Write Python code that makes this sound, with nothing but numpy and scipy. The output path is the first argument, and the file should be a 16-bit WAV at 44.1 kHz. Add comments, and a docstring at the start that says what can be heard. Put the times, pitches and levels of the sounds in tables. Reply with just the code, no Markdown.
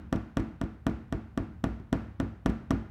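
"""A phone lies on its camera bump on a wooden desk, close to the microphone, and a finger rocks it.
Each press leans on the desk, the free edge clacks down, and the other edge thuds back a moment later.
The desk top rings low and the phone shell clicks bright: both are sets of fading sine waves.
A small furnished room answers with fading noise, over a quiet floor of noise, hum and hiss."""
import sys
import numpy as np
from scipy import signal
from scipy.fft import rfft, irfft, next_fast_len
from scipy.io import wavfile

SR = 44100
rng = np.random.default_rng(int(sys.argv[2]) if len(sys.argv) > 2 else 0)


def attenuation_scalar(level_db):
    """Turn a level in dB into a linear amplitude multiplier (20 dB per decade)."""
    decades = np.asarray(level_db, float) / 20
    return 10 ** decades


def to_wav(sig):
    """Store sig (one row per channel, or 1-D mono) as 16-bit WAV at the path in sys.argv[1].

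    Samples outside -1..1 are clipped; the rate is SR.
    """
    pcm = np.clip(np.atleast_2d(sig), -1, 1) * 32767
    pcm = np.round(pcm).astype(np.int16)
    wavfile.write(sys.argv[1], SR, pcm.T)  # frames by channels


N = 127890  # length in samples
PAD = SR // 4  # samples kept before the start, for blows whose tails are still heard
SCATTER_DB = 1  # how much the level of each ringing mode varies from blow to blow
CLACK_DESK_DB = 12  # extra desk ring in a clack; thuds send the room this much less


def along(points, hz):
    """Reads a curve of (pitch, value) points, with pitch on a log axis."""
    point_hz, value = np.transpose(points)
    return np.interp(np.log(hz + 1), np.log(point_hz + 1), value)


def push(length_s):
    """A smooth contact force that rises and falls; its samples add up to one."""
    force = np.hanning(max(round(length_s * SR), 1) + 2)
    return force / force.sum()


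def ring(modes, scatter_db):
    """A struck body sounds as a sum of sine waves that each die away, with levels drawn anew."""
    t = np.arange(SR // 2) / SR
    pitch_hz, level_db, t60_s = np.transpose(modes)[:, :, None]
    level_db = level_db + scatter_db * rng.standard_normal(level_db.shape)
    fading = attenuation_scalar(level_db - 60 * t / t60_s)
    return (fading * np.sin(2 * np.pi * pitch_hz * t)).sum(0)


# ways the desk top rings: pitch_hz, level_db (relative), t60_s (time to fade by 60 dB)
DESK_MODES = [(60.6, -11.5, 0.31), (102.1, -16, 0.43), (139, -4, 0.05), (179.3, -14, 0.16),
              (224, -18.5, 0.53), (245.8, -4, 0.053), (267.4, -6, 0.14), (289, -22, 0.16),
              (325.3, -13.5, 0.32), (373.9, -13, 0.1), (436, -33, 0.094), (538.8, -14.5, 0.13),
              (652.6, -14, 0.13), (706, -18, 0.053), (1179, -11.5, 0.051), (1460, -8, 0.026),
              (1737, -18, 0.024)]


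def desk_ring(force, scatter_db):
    """The wood's low ring, driven by a contact force: a longer push excites less treble."""
    return signal.fftconvolve(ring(DESK_MODES, scatter_db), force)


# ways the phone shell rings: pitch_hz, level_db (relative), t60_s (time to fade by 60 dB)
SHELL_MODES = [(1199, 9, 0.02), (2100, 0.5, 0.012), (3067, 5, 0.0045), (3340, 4.5, 0.0047),
               (3770, -28.5, 0.018), (5700, 6, 0.0045), (6354, -10, 0.014), (7560, 4, 0.0033),
               (9950, -15, 0.0051), (10540, 0.5, 0.0021), (11800, -44, 0.0065), (13500, -18, 0.013),
               (15300, -71, 0.0037)]


def shell_click(scatter_db):
    """The shell's bright ring after one contact; it builds up as the edge seats."""
    rise_s, shell_db = 0.0001, -4.5
    build_up = 1 - np.exp(-np.arange(SR // 2) / (rise_s * SR))
    return attenuation_scalar(shell_db) * ring(SHELL_MODES, scatter_db) * build_up


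# how long the room rings: pitch_hz, t60_s (time to fade by 60 dB)
ROOM_FADE = [(60, 1), (200, 0.52), (500, 0.37), (1200, 0.58), (2500, 0.66), (6000, 0.6), (14000, 0.45)]
# how strongly the room answers a unit blow: pitch_hz, level_db (relative)
ROOM_COLOUR = [(40, 30), (100, 45), (250, 49), (400, 40.5), (700, 38.5), (1000, 32), (1400, 33), (2200, 23),
               (3300, 14.5), (4700, 7.5), (6000, 4.5), (9000, -4.5), (14000, -12)]


def room_tail():
    """Many mixed echoes act as noise in which each pitch dies at its own speed."""
    first_echo_s = 0.001915
    early_s, early_db = 0.053, 4  # extra dense echoes from things on and near the desk
    hz, t, z = signal.stft(rng.standard_normal(SR // 2), SR, nperseg=512)
    t60_s = along(ROOM_FADE, hz)[:, None]
    colour_db = along(ROOM_COLOUR, hz)[:, None]
    # the square root keeps the total energy independent of the fading time
    z = z * attenuation_scalar(colour_db - 60 * t / t60_s) * np.sqrt(6 * np.log(10) / (t60_s * SR))
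    z = z * (1 + attenuation_scalar(early_db - 60 * t / early_s))
    tail = signal.istft(z, SR, nperseg=512)[1]
    return np.pad(tail, (round(first_echo_s * SR), 0))


def add(track, start_s, level_db, sound, room_force, room):
    """Lays a direct sound, and the room's answer to the force behind it, on the track."""
    same = 0.73  # share of the room's energy that repeats from blow to blow
    answer = np.sqrt(same) * room + np.sqrt(1 - same) * room_tail()
    for piece in sound, signal.fftconvolve(room_force, answer):
        part = track[round(start_s * SR) + PAD:][:len(piece)]
        part += attenuation_scalar(level_db) * piece[:len(part)]


# the free edge clacks down: start_s, level_db (relative), contact_s
CLACKS = [(0.1269, -32.5, 0.00037), (0.3704, -32.5, 0.0004), (0.614, -37, 0.0004), (0.8668, -32.5, 0.00031),
          (1.1253, -36, 0.00043), (1.3758, -35.5, 0.00033), (1.6404, -32.5, 0.00046), (1.928, -31, 0.00052),
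          (2.2004, -34.5, 0.00047), (2.4599, -31, 0.00042), (2.707, -32, 0.00048)]
# one clack before the start, only its tail is heard: start_s, level_db (relative), contact_s
EARLIER_CLACK = (-0.19, -26.5, 0.00027)


def presses_and_clacks(track, room):
    """The finger loads the desk softly, then the edge strikes: desk and shell both ring."""
    press_lead_s, press_s, press_db = 0.0068, 0.0051, -8.5
    lead = round(press_lead_s * SR)
    press = attenuation_scalar(press_db) * push(press_s)
    for start_s, level_db, contact_s in [EARLIER_CLACK, *CLACKS]:
        blow = push(contact_s)
        force = np.zeros(lead + SR // 50)
        force[:len(press)] -= press
        force[lead:][:len(blow)] -= blow
        sound = attenuation_scalar(CLACK_DESK_DB) * desk_ring(force, SCATTER_DB)
        sound[lead:][:SR // 2] -= shell_click(SCATTER_DB)
        room_force = np.pad([1.], (lead, 0))  # the room answers the clack, not the press
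        add(track, start_s - press_lead_s, level_db, sound, room_force, room)


# the other edge falls back softly: start_s, level_db (relative)
THUDS = [(-.097, -16.5), (0.153, -20.5), (0.3943, -17), (0.6345, -24), (0.893, -22), (1.1451, -23.5),
         (1.3994, -21), (1.669, -25), (1.9565, -27.5), (2.2292, -24.5), (2.4935, -19), (2.736, -21),
         (1.8, -33.5), (2.084, -38.5)]


def thuds(track, room):
    """A soft, longer contact rings the desk alone, so the thud is dull."""
    force = -push(0.0029)  # contact time in seconds
    for start_s, level_db in THUDS:
        sound = desk_ring(force, 2 * SCATTER_DB)
        add(track, start_s, level_db, sound, force * attenuation_scalar(-CLACK_DESK_DB), room)


# colour of the steady room noise: pitch_hz, level_db (per Hz, relative)
FLOOR_COLOUR = [(15, -30), (25, -4), (70, 19), (229, -8.5), (463, -13.5), (887, -15), (1370, -23),
                (4740, -42), (14400, -64), (16000, -71)]


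def floor():
    """Steady noise shaped by pitch, a narrow band of noise as a wavering hum, and white hiss."""
    noise_db, hum_db = -49.5, -62.5
    hiss_db = -86  # microphone self-noise
    hum_hz, hum_width_hz = 227.5, 8.7  # half amplitude this far from the middle
    m = next_fast_len(N + 8192)
    hz = np.fft.rfftfreq(m, 1 / SR)
    noise = irfft(rfft(rng.standard_normal(m)) * attenuation_scalar(along(FLOOR_COLOUR, hz)), m)[:N]
    off = (hz - hum_hz) / hum_width_hz
    hum = irfft(rfft(rng.standard_normal(m)) / (1 + off ** 2), m)[:N]
    hiss = attenuation_scalar(hiss_db) * rng.standard_normal(N)
    return attenuation_scalar(hum_db) * hum / hum.std() + attenuation_scalar(noise_db) * noise / noise.std() + hiss


# small hard re-contacts of the shell: start_s, level_db (relative)
TICKS = [(0.1514, -65.5), (0.16, -44.5), (.396, -49.5), (0.4014, -46), (.632, -66), (0.6391, -51),
         (0.8975, -49), (1.4343, -65), (1.702, -72), (1.7992, -63), (2.4651, -41.5), (2.4943, -48),
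         (2.5003, -45), (2.7119, -38.5), (2.7426, -76)]


def ticks(track, room):
    """A tiny hard contact rings the shell alone, and the room answers it."""
    for start_s, level_db in TICKS:
        add(track, start_s, level_db, shell_click(2 * SCATTER_DB), [1.], room)


def scene():
    """The rocking phone on the desk, over the room floor."""
    track, room = np.zeros(N + PAD), room_tail()
    presses_and_clacks(track, room)
    thuds(track, room)
    ticks(track, room)
    return (track[PAD:] + floor())[None]


def low_pass(x):
    """Removes everything above the highest recorded frequency."""
    return signal.sosfilt(signal.butter(12, 16490, fs=SR, output="sos"), x)


def record(dry):
    """The microphone loses the deepest bass, and nothing from the top limit up is kept."""
    bass_limit_hz, top_hz = 44.9, 16400
    roll_off = signal.butter(4, bass_limit_hz, "high", fs=SR, output="sos")
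    heard = signal.sosfilt(roll_off, dry)
    hz = np.fft.rfftfreq(N, 1 / SR)
    mix = irfft(rfft(heard) * (hz < top_hz), N)
    return low_pass(mix)


dry = scene()
out = record(dry)
to_wav(out)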